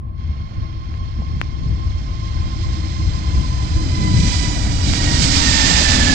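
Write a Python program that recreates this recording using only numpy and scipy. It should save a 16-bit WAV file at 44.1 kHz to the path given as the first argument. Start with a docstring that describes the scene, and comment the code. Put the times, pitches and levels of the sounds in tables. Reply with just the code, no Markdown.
"""Across a field from a wet runway, in wind and drizzle, a twin-engine airliner rolls past at takeoff thrust.
Fan tones sink by Doppler shift; fan hiss, shaped noise, swells and brightens as less air lies in the way.
Compressor and turbine lines, a narrow combustion hum and the broadband roar of the jets join them.
Wind noise buffets two microphone ports; a few damped pulses are raindrops on the left one.
The airliner sounds muffled and blurred in the left channel."""
import sys
import numpy as np
from scipy import signal
from scipy.fft import rfft, irfft
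from scipy.io import wavfile
from scipy.ndimage import uniform_filter1d, minimum_filter1d

SR = 44100
rng = np.random.default_rng(int(sys.argv[2]) if len(sys.argv) > 2 else 0)


def transcribe(u):
    """Save the signal u as a 16-bit wav file named by the first command-line argument.

    u: samples, shape (n,) or (channels, n), limited to [-1, 1]; the rate is SR.
    q: integer samples, one column per channel.
    """
    v = np.clip(np.atleast_2d(u).T, -1, 1)
    q = np.round(v * 32767).astype(np.int16)
    wavfile.write(sys.argv[1], SR, q)


N = 270774
TIME = np.arange(N) / SR  # s

# Engine lines. Each row: multiple of the blade tone, width of the scattered part in Hz,
# then level in dB relative to the hiss from ahead, obliquely and from the side.
ENGINE_LINES = [(3, 77, -2.5, -2.5, -16), (4, 89, 2.5, 0.5, -11), (4.69, 62, -4, -6.5, -10),
                (5, 105, 5.5, -1, -9), (5.7, 64, -3.5, -3, -6), (6, 140, 5, 2, -7),
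                (6.7, 74, -5.5, -7.5, -22), (7, 47, 3.5, 3, -21), (7.71, 84, -6, 1.5, -13),
                (8, 70, -3, -2, -20)]
# Emitted fan hiss in three directions. Each row: frequency in Hz, density in dB per Hz relative to the layer.
HISS_AHEAD = [(300, -71), (800, -46.5), (1200, -36.5), (2000, -30.5), (2300, -31.5), (2900, -27),
              (3500, -24.5), (4050, -24.5), (4700, -24), (5500, -26), (6600, -21.5), (9000, -23)]
HISS_OBLIQUE = [(300, -65.5), (900, -44), (1400, -36.5), (1800, -41), (2110, -24.5), (2450, -39),
                (2900, -27.5), (3500, -28.5), (4300, -23.5), (5000, -25), (5700, -25.5), (6600, -24),
                (9000, -15.5)]
HISS_SIDE = [(300, -50), (900, -33), (1400, -37), (1800, -31), (2150, -33.5), (2800, -31), (3700, -28),
             (4750, -26.5), (5500, -27), (6600, -26), (7500, -28.5), (9000, -23.5)]
# Jet noise with its ground reflection. Each row: frequency in Hz, density in dB per Hz relative to the layer.
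JET_SPECTRUM = [(30, -9.5), (55, -2), (110, -28.5), (150, -10), (205, -12), (270, -15), (330, -19.5),
                (420, -23.5), (520, -23.5), (680, -18), (800, -19.5), (1100, -23), (1600, -26.5),
                (3000, -32), (8000, -75.5)]
# Directivity of each source. Each holds: level abeam without the lobe in dB,
# gain from nose to tail in dB per degree, extra level in the sideways lobe in dB.
HISS_DIRECTIVITY = (-28, .28, 8.95)
ROAR_DIRECTIVITY = (-36.5, 0.25, 0.46)
BLADE_DIRECTIVITY = (-30.5, 0.12, 2.8)
OCTAVE_DIRECTIVITY = (-26.6, 0.42, 0.88)
HUM_DIRECTIVITY = (-26.5, 0.3, -.5)
TURBINE_DIRECTIVITY = (-31.5, .62, 15)
# Swells and fades on the way through uneven air. Each row: centre in seconds, half length in seconds,
# then change in dB of the hiss, blade tone, octave and hum.
AIR_SWELLS = [(2.7, 0.42, 2, 1, -2, 4), (3.52, 0.31, -0.9, 3, -4.5, -0.5), (3.85, 0.12, -0.5, -5.5, -4, 9),
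              (4.03, 0.16, -.5, 3.5, 2.5, 5), (4.31, 0.19, 6, 5, 0.5, -2), (4.71, 0.18, -3, -5, -4.5, -2.5),
              (4.89, 0.063, 1, -11, -10, 2.5), (5.08, 0.066, -2, -1, 0, 5.5),
              (5.28, 0.087, 0.3, -3.5, -11, 5), (5.81, 0.11, 0.5, -0.5, 1, -13),
              (6.07, 0.2, -1, -0.5, 2, 0.5)]
# Wind pressure on a port. Each row: frequency in Hz, density in dB per Hz relative to the layer.
WIND_SPECTRUM = [(10, -46), (28, -35), (45, -21), (62, -15.5), (100, -20.5), (135, -26.5), (200, -34.5),
                 (300, -48), (450, -57), (900, -75.5), (6000, -135)]
# Gusts on the ports. Each row: centre in seconds, half length in seconds, change of level in dB,
# further change of the upper bass in dB.
WIND_GUSTS = [(.29, .035, 7.5, -2), (.61, 0.037, 6.5, -2), (1.2, 0.017, 5.5, 9), (1.35, 0.071, 4.5, 1.5),
              (1.68, 0.096, 6.5, 4), (1.92, 0.082, 4, -5.5), (2.1, 0.037, -1, 2), (2.42, 0.057, 5.5, -4),
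              (2.7, 0.098, 2, 0.5), (3.02, 0.076, 3.5, 1), (3.38, 0.042, 6.5, 5), (3.8, .08, 3.5, -7.5),
              (4.05, 0.087, 2, 9), (4.21, 0.097, 4.5, 8), (4.72, .07, 4.5, -5), (4.9, 0.044, 4, 5),
              (5.2, 0.15, 2, 10), (5.78, .06, 1, -15), (6.03, 0.028, 7.5, -14)]
# Raindrops on the left port. Each row: start in seconds, level in dB, ring in Hz, cycles rung.
RAINDROPS = [(.9411, -26, 2100, 1.6), (1.2205, -24, 680, 1.9), (1.4147, 0.8, 1900, 0.92),
             (4.9363, 6, 2450, 0.67)]
# Overall tone colour of the left and right channels. Each row: frequency in Hz, gain in dB.
LEFT_COLOUR = [(250, 1), (600, -5.5), (1000, -6.5), (1600, -11), (2400, -12.5), (3000, -25.5), (3500, -27),
               (4200, -44), (5000, -39.5), (6100, -28), (7300, -35), (8200, -59.5), (16000, -66.5)]
RIGHT_COLOUR = [(250, -0.5), (6000, 0.5), (7500, 0), (8500, -4), (9200, -19), (10200, -38), (11300, -33.5),
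                (12700, -19), (15000, -31)]

FAN_HZ = 912.1  # blade tone without Doppler shift
ABEAM_S, CLOSEST_M, SPEED_M_S, ACCEL_M_S2 = 5.533, 260.8, 92.7, 4.21  # moment abeam; distance, speed then
SOUND_M_S = 343
SPECTRA_AT_HZ = 880  # heard blade tone at which the engine spectra hold unshifted
LOBE_DEG, LOBE_WIDTH_DEG = 90.5, 12.24  # angle off the nose
WIND_DB, WIND_PEAK_S = -18.5, 4.41  # breeze at its peak, before gusts and port balance
FRESHEN_DB_PER_S, EASE_DB_PER_S = 2, 2
LEFT_LAG = 21  # samples by which the left channel hears the airliner later
RING_HZ, RING_WIDTH_HZ, RING_DB = 4825, 160, -4
TOP_HZ = 15500


def undb(db):
    """Decibel law: converts a level to an amplitude gain."""
    return 10 ** (np.asarray(db) / 20)


def spectrum(points, hz):
    """Spectral envelope: levels in dB joined by straight lines on a log-frequency axis."""
    f, db = np.transpose(points)
    return np.interp(np.log(hz + 1), np.log(f), db)


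def coloured_noise(density_db, size=1024):
    """Spectral shaping: white noise is weighted to the dB per Hz given by density_db(hz, t)."""
    overlap = size - size // 4
    hz, t, cells = signal.stft(rng.standard_normal(N), SR, nperseg=size, noverlap=overlap)
    cells = cells * undb(density_db(hz[:, None], t)) * np.sqrt(SR / 2)
    return signal.istft(cells, SR, nperseg=size, noverlap=overlap)[1][:N]


def walk(rate):
    """Low-passed noise: a smooth random course of spread 1, changing about rate times a second."""
    hz = np.arange(N // 2 + 1) * SR / N
    x = irfft(rfft(rng.standard_normal(N)) / (1 + (hz / rate) ** 2), N)
    return x / x.std()


def tone(hz, width_hz, steady):
    """Scattering by turbulence: a steady ray plus a random one fade and smear a line of rms 1."""
    scattered = (walk(width_hz / 2) + 1j * walk(width_hz / 2)) / np.sqrt(2)
    carrier = np.exp(2j * np.pi * np.cumsum(hz) / SR)
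    return np.real((steady + scattered) * carrier) * np.sqrt(2 / (1 + steady ** 2))


def bumps_db(rows, t, order):
    """Superposition: bell-shaped rises or dips in dB, as high as column number order says."""
    return sum(row[order] * np.exp(-((t - row[0]) / row[1]) ** 2) for row in rows)


def flight(t):
    """Kinematics and Doppler shift: distance in m, angle off the nose in degrees, heard blade tone in Hz."""
    since = t - ABEAM_S
    along = SPEED_M_S * since + ACCEL_M_S2 * since ** 2 / 2
    distance = np.hypot(along, CLOSEST_M)
    closing = -(SPEED_M_S + ACCEL_M_S2 * since) * along / distance
    angle = np.degrees(np.arccos(-along / distance))
    return distance, angle, FAN_HZ * (1 + closing / SOUND_M_S)


def blade_hz(t):
    """Doppler shift: the blade-passing tone as heard."""
    return flight(t)[2]


def emitted(hz, t):
    """Doppler shift undone: where a heard frequency lies in the engine spectra."""
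    return hz * SPECTRA_AT_HZ / blade_hz(t)


def beam_db(directivity, t):
    """Spherical spreading and directivity: 1 / distance, a slope from nose to tail and a side lobe."""
    abeam_db, db_per_deg, lobe_db = directivity
    distance, angle, _ = flight(t)
    spreading_db = -20 * np.log10(distance / CLOSEST_M)
    lobe = np.exp(-((angle - LOBE_DEG) / LOBE_WIDTH_DEG) ** 2)
    return abeam_db + spreading_db + db_per_deg * (angle - 90) + lobe_db * lobe


def air_db(hz, t, abeam_loss_db=11.0, loss_db_per_m=0.12):
    """Atmospheric absorption: loss at 8 kHz grows with distance, and as frequency squared up to 12 kHz."""
    steepness = (np.minimum(hz, 12000) / 8000) ** 2
    farther_m = flight(t)[0] - CLOSEST_M
    return -(abeam_loss_db + loss_db_per_m * farther_m) * steepness


def side_view(t, inlet_deg=48, side_deg=90):
    """Aspect of the engines: 0 into the inlets, 1 from the side."""
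    return np.clip((flight(t)[1] - inlet_deg) / (side_deg - inlet_deg), 0, 1)


def by_view(t, ahead, oblique, side, oblique_view=0.57):
    """Directivity by aspect: blends three radiation directions as the engines turn side-on."""
    view = side_view(t)
    early = np.clip(view / oblique_view, 0, 1)
    late = np.clip((view - oblique_view) / (1 - oblique_view), 0, 1)
    return ahead + early * (oblique - ahead) + late * (side - oblique)


def hiss_db(t):
    """Radiation and uneven air together: the level of the fan hiss, which the higher tones follow."""
    return beam_db(HISS_DIRECTIVITY, t) + bumps_db(AIR_SWELLS, t, order=2)


def fan_hiss():
    """Broadband blade noise: its colour turns with the aspect, and turbulent air makes it flutter."""
    def density_db(hz, t):
        directions = (HISS_AHEAD, HISS_OBLIQUE, HISS_SIDE)
        colours = [spectrum(points, emitted(hz, t)) for points in directions]
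        return by_view(t, *colours) + hiss_db(t) + air_db(hz, t)

    flutter_db = 0.94 * walk(21)
    return coloured_noise(density_db) * undb(flutter_db)


def fan_whine(far_db=-5, far_octave_db=-2):
    """Blade-passing tones and beats: a slower second fan is hidden by the fuselage from the side."""
    hz, in_view = blade_hz(TIME), 1 - side_view(TIME)
    far_hz = 0.972 * hz
    near_blade = tone(hz, width_hz=38, steady=0.94)
    far_blade = undb(far_db) * in_view * tone(far_hz, width_hz=70, steady=0.9)
    near_octave = tone(2 * hz, width_hz=46, steady=0.5)
    far_octave = undb(far_octave_db) * in_view * tone(2 * far_hz, width_hz=64, steady=0.1)
    blade_db = beam_db(BLADE_DIRECTIVITY, TIME) + bumps_db(AIR_SWELLS, TIME, order=3)
    octave_db = beam_db(OCTAVE_DIRECTIVITY, TIME) + bumps_db(AIR_SWELLS, TIME, order=4)
    return undb(blade_db) * (near_blade + far_blade) + undb(octave_db) * (near_octave + far_octave)


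def engine_tones(forward_deg=44, forward_db_per_deg=0.36):
    """Rotor lines: fan overtones, compressor lines between them and the turbine whistle."""
    _, angle, hz = flight(TIME)
    # the overtones and compressor lines stand out more the straighter one faces the inlets
    level_db = hiss_db(TIME) + forward_db_per_deg * np.maximum(forward_deg - angle, 0)
    turbine_hz = 8.26 * hz
    turbine_db = beam_db(TURBINE_DIRECTIVITY, TIME) + air_db(turbine_hz, TIME)
    out = undb(turbine_db) * tone(turbine_hz, width_hz=73, steady=0.3)
    for multiple, width_hz, *view_db in ENGINE_LINES:
        line_hz = multiple * hz
        db = level_db + by_view(TIME, *view_db) + air_db(line_hz, TIME)
        # short waves are scattered more, so less of the steady ray survives
        out = out + undb(db) * tone(line_hz, width_hz, steady=0.98 / multiple)
    return out


def jet_roar(bloom_deg=70, bass_lobe_db=2, bass_hz=500):
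    """Turbulent mixing: exhaust noise billows over fixed ground-reflection humps; bass blooms before the pass."""
    def density_db(hz, t):
        bloom = np.exp(-((flight(t)[1] - bloom_deg) / LOBE_WIDTH_DEG) ** 2)
        bass = 1 / (1 + (hz / bass_hz) ** 2)
        return spectrum(JET_SPECTRUM, hz) + beam_db(ROAR_DIRECTIVITY, t) + bass_lobe_db * bloom * bass

    billow_db = 1.0 * walk(9.3)
    return undb(billow_db) * coloured_noise(density_db, size=2048)


def core_hum(hum_hz=263):
    """Combustion noise: one narrow low band, at hum_hz for the reference pitch, sinks with the fan tones."""
    db = beam_db(HUM_DIRECTIVITY, TIME) + bumps_db(AIR_SWELLS, TIME, order=5)
    return undb(db) * tone(hum_hz * blade_hz(TIME) / SPECTRA_AT_HZ, width_hz=45, steady=0.25)


def opening(x, dull_hz=650, opens_s=0.14, fade_s=0.076):
    """Low-pass crossfade: the airliner sounds dull for the first moment, then its treble fades in."""
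    dull = signal.lfilter(*signal.butter(1, dull_hz, fs=SR), x)
    return dull + np.clip((TIME - opens_s) / fade_s, 0, 1) * (x - dull)


def blur(x, db=-5, t60=0.39, corner_hz=2200):
    """Decorrelation: a short noise tail blurs the left channel, most in the treble."""
    t = TIME[:SR // 4]
    tail = rng.standard_normal(len(t)) * np.exp(-np.log(1000) * t / t60)
    treble = signal.lfilter(*signal.butter(1, corner_hz, "high", fs=SR), x)
    return undb(db) * signal.fftconvolve(treble, tail / np.linalg.norm(tail))[:N]


def ringing(x):
    """Resonance: a narrow ring of the right port stays put while the engine tones slide through it."""
    b, a = signal.iirpeak(RING_HZ, RING_HZ / RING_WIDTH_HZ, fs=SR)
    return x + undb(RING_DB) * signal.lfilter(b, a, x)


def tone_colour(x, colour):
    """Linear filtering: the sound in one channel takes on its overall tone colour."""
    hz = np.arange(N + 1) * SR / (2 * N)
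    return irfft(rfft(x, 2 * N) * undb(spectrum(colour, hz)))[:N]


def raindrops(contact_cycles=0.085):
    """Damped oscillation: each drop lands softly and pushes the left port's air for a cycle or two."""
    out = np.zeros((2, N))
    for start, db, hz, cycles in RAINDROPS:
        turns = np.clip((TIME - start) * hz, 0, 10)
        push = np.tanh(turns / contact_cycles) * np.exp(-(turns / cycles) ** 3)
        out[0] += undb(db) * push * np.sin(2 * np.pi * turns)
    return out


def wind(shared_db=-1.4, own_db=-5.5, small_eddies_db=6, left_db=1.45, right_db=-0.74,
         upper_bass_db=-3.5, unrest_db=-0.76):
    """Turbulent pressure: large eddies press on both ports, small ones on each; sharp gusts reach higher."""
    def upper(hz):  # rises from 0 to 1 over the octave above 95 Hz
        return np.clip(np.log2((hz + 1) / 95), 0, 1)

    def density_db(hz, t):
        freshening_db = FRESHEN_DB_PER_S * (t - WIND_PEAK_S)
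        easing_db = EASE_DB_PER_S * (WIND_PEAK_S - t)
        breeze_db = WIND_DB + np.minimum(freshening_db, easing_db)
        gust_db = bumps_db(WIND_GUSTS, t, order=2)
        sharpness_db = upper_bass_db + bumps_db(WIND_GUSTS, t, order=3)
        return spectrum(WIND_SPECTRUM, hz) + breeze_db + gust_db + upper(hz) * sharpness_db

    def own_density_db(hz, t):
        return density_db(hz, t) + own_db + small_eddies_db * upper(hz)

    shared = undb(shared_db) * coloured_noise(density_db, size=2048)
    ports = [undb(db) * (shared + coloured_noise(own_density_db, size=2048)) for db in (left_db, right_db)]
    return np.array(ports) * undb(unrest_db * walk(5.6))


def limit(x, size=257):
    """Gain reduction: each channel dips smoothly for a few milliseconds round peaks over full scale."""
    gain = minimum_filter1d(1 / np.maximum(np.abs(x), 1), size)
    return x * uniform_filter1d(uniform_filter1d(gain, size // 2), size // 2)


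def scene():
    """Superposition: the airliner is later and blurred in the left channel; wind and rain act on the ports."""
    airliner = opening(fan_hiss() + fan_whine() + engine_tones() + jet_roar() + core_hum())
    later = np.pad(airliner, (LEFT_LAG, 0))[:N] + blur(airliner)
    left = tone_colour(later, LEFT_COLOUR)
    right = tone_colour(ringing(airliner), RIGHT_COLOUR)
    return np.array([left, right]) + wind() + raindrops()


def record(dry, self_noise_db=-76):
    """Transducer limits: faint self-noise is added, peaks are limited and the top is cut."""
    x = limit(dry + undb(self_noise_db) * rng.standard_normal(dry.shape))
    # order 8, 0.2 dB passband ripple, 70 dB stopband
    return signal.sosfilt(signal.ellip(8, 0.2, 70, TOP_HZ, fs=SR, output="sos"), x)


dry = scene()
out = record(dry)
transcribe(out)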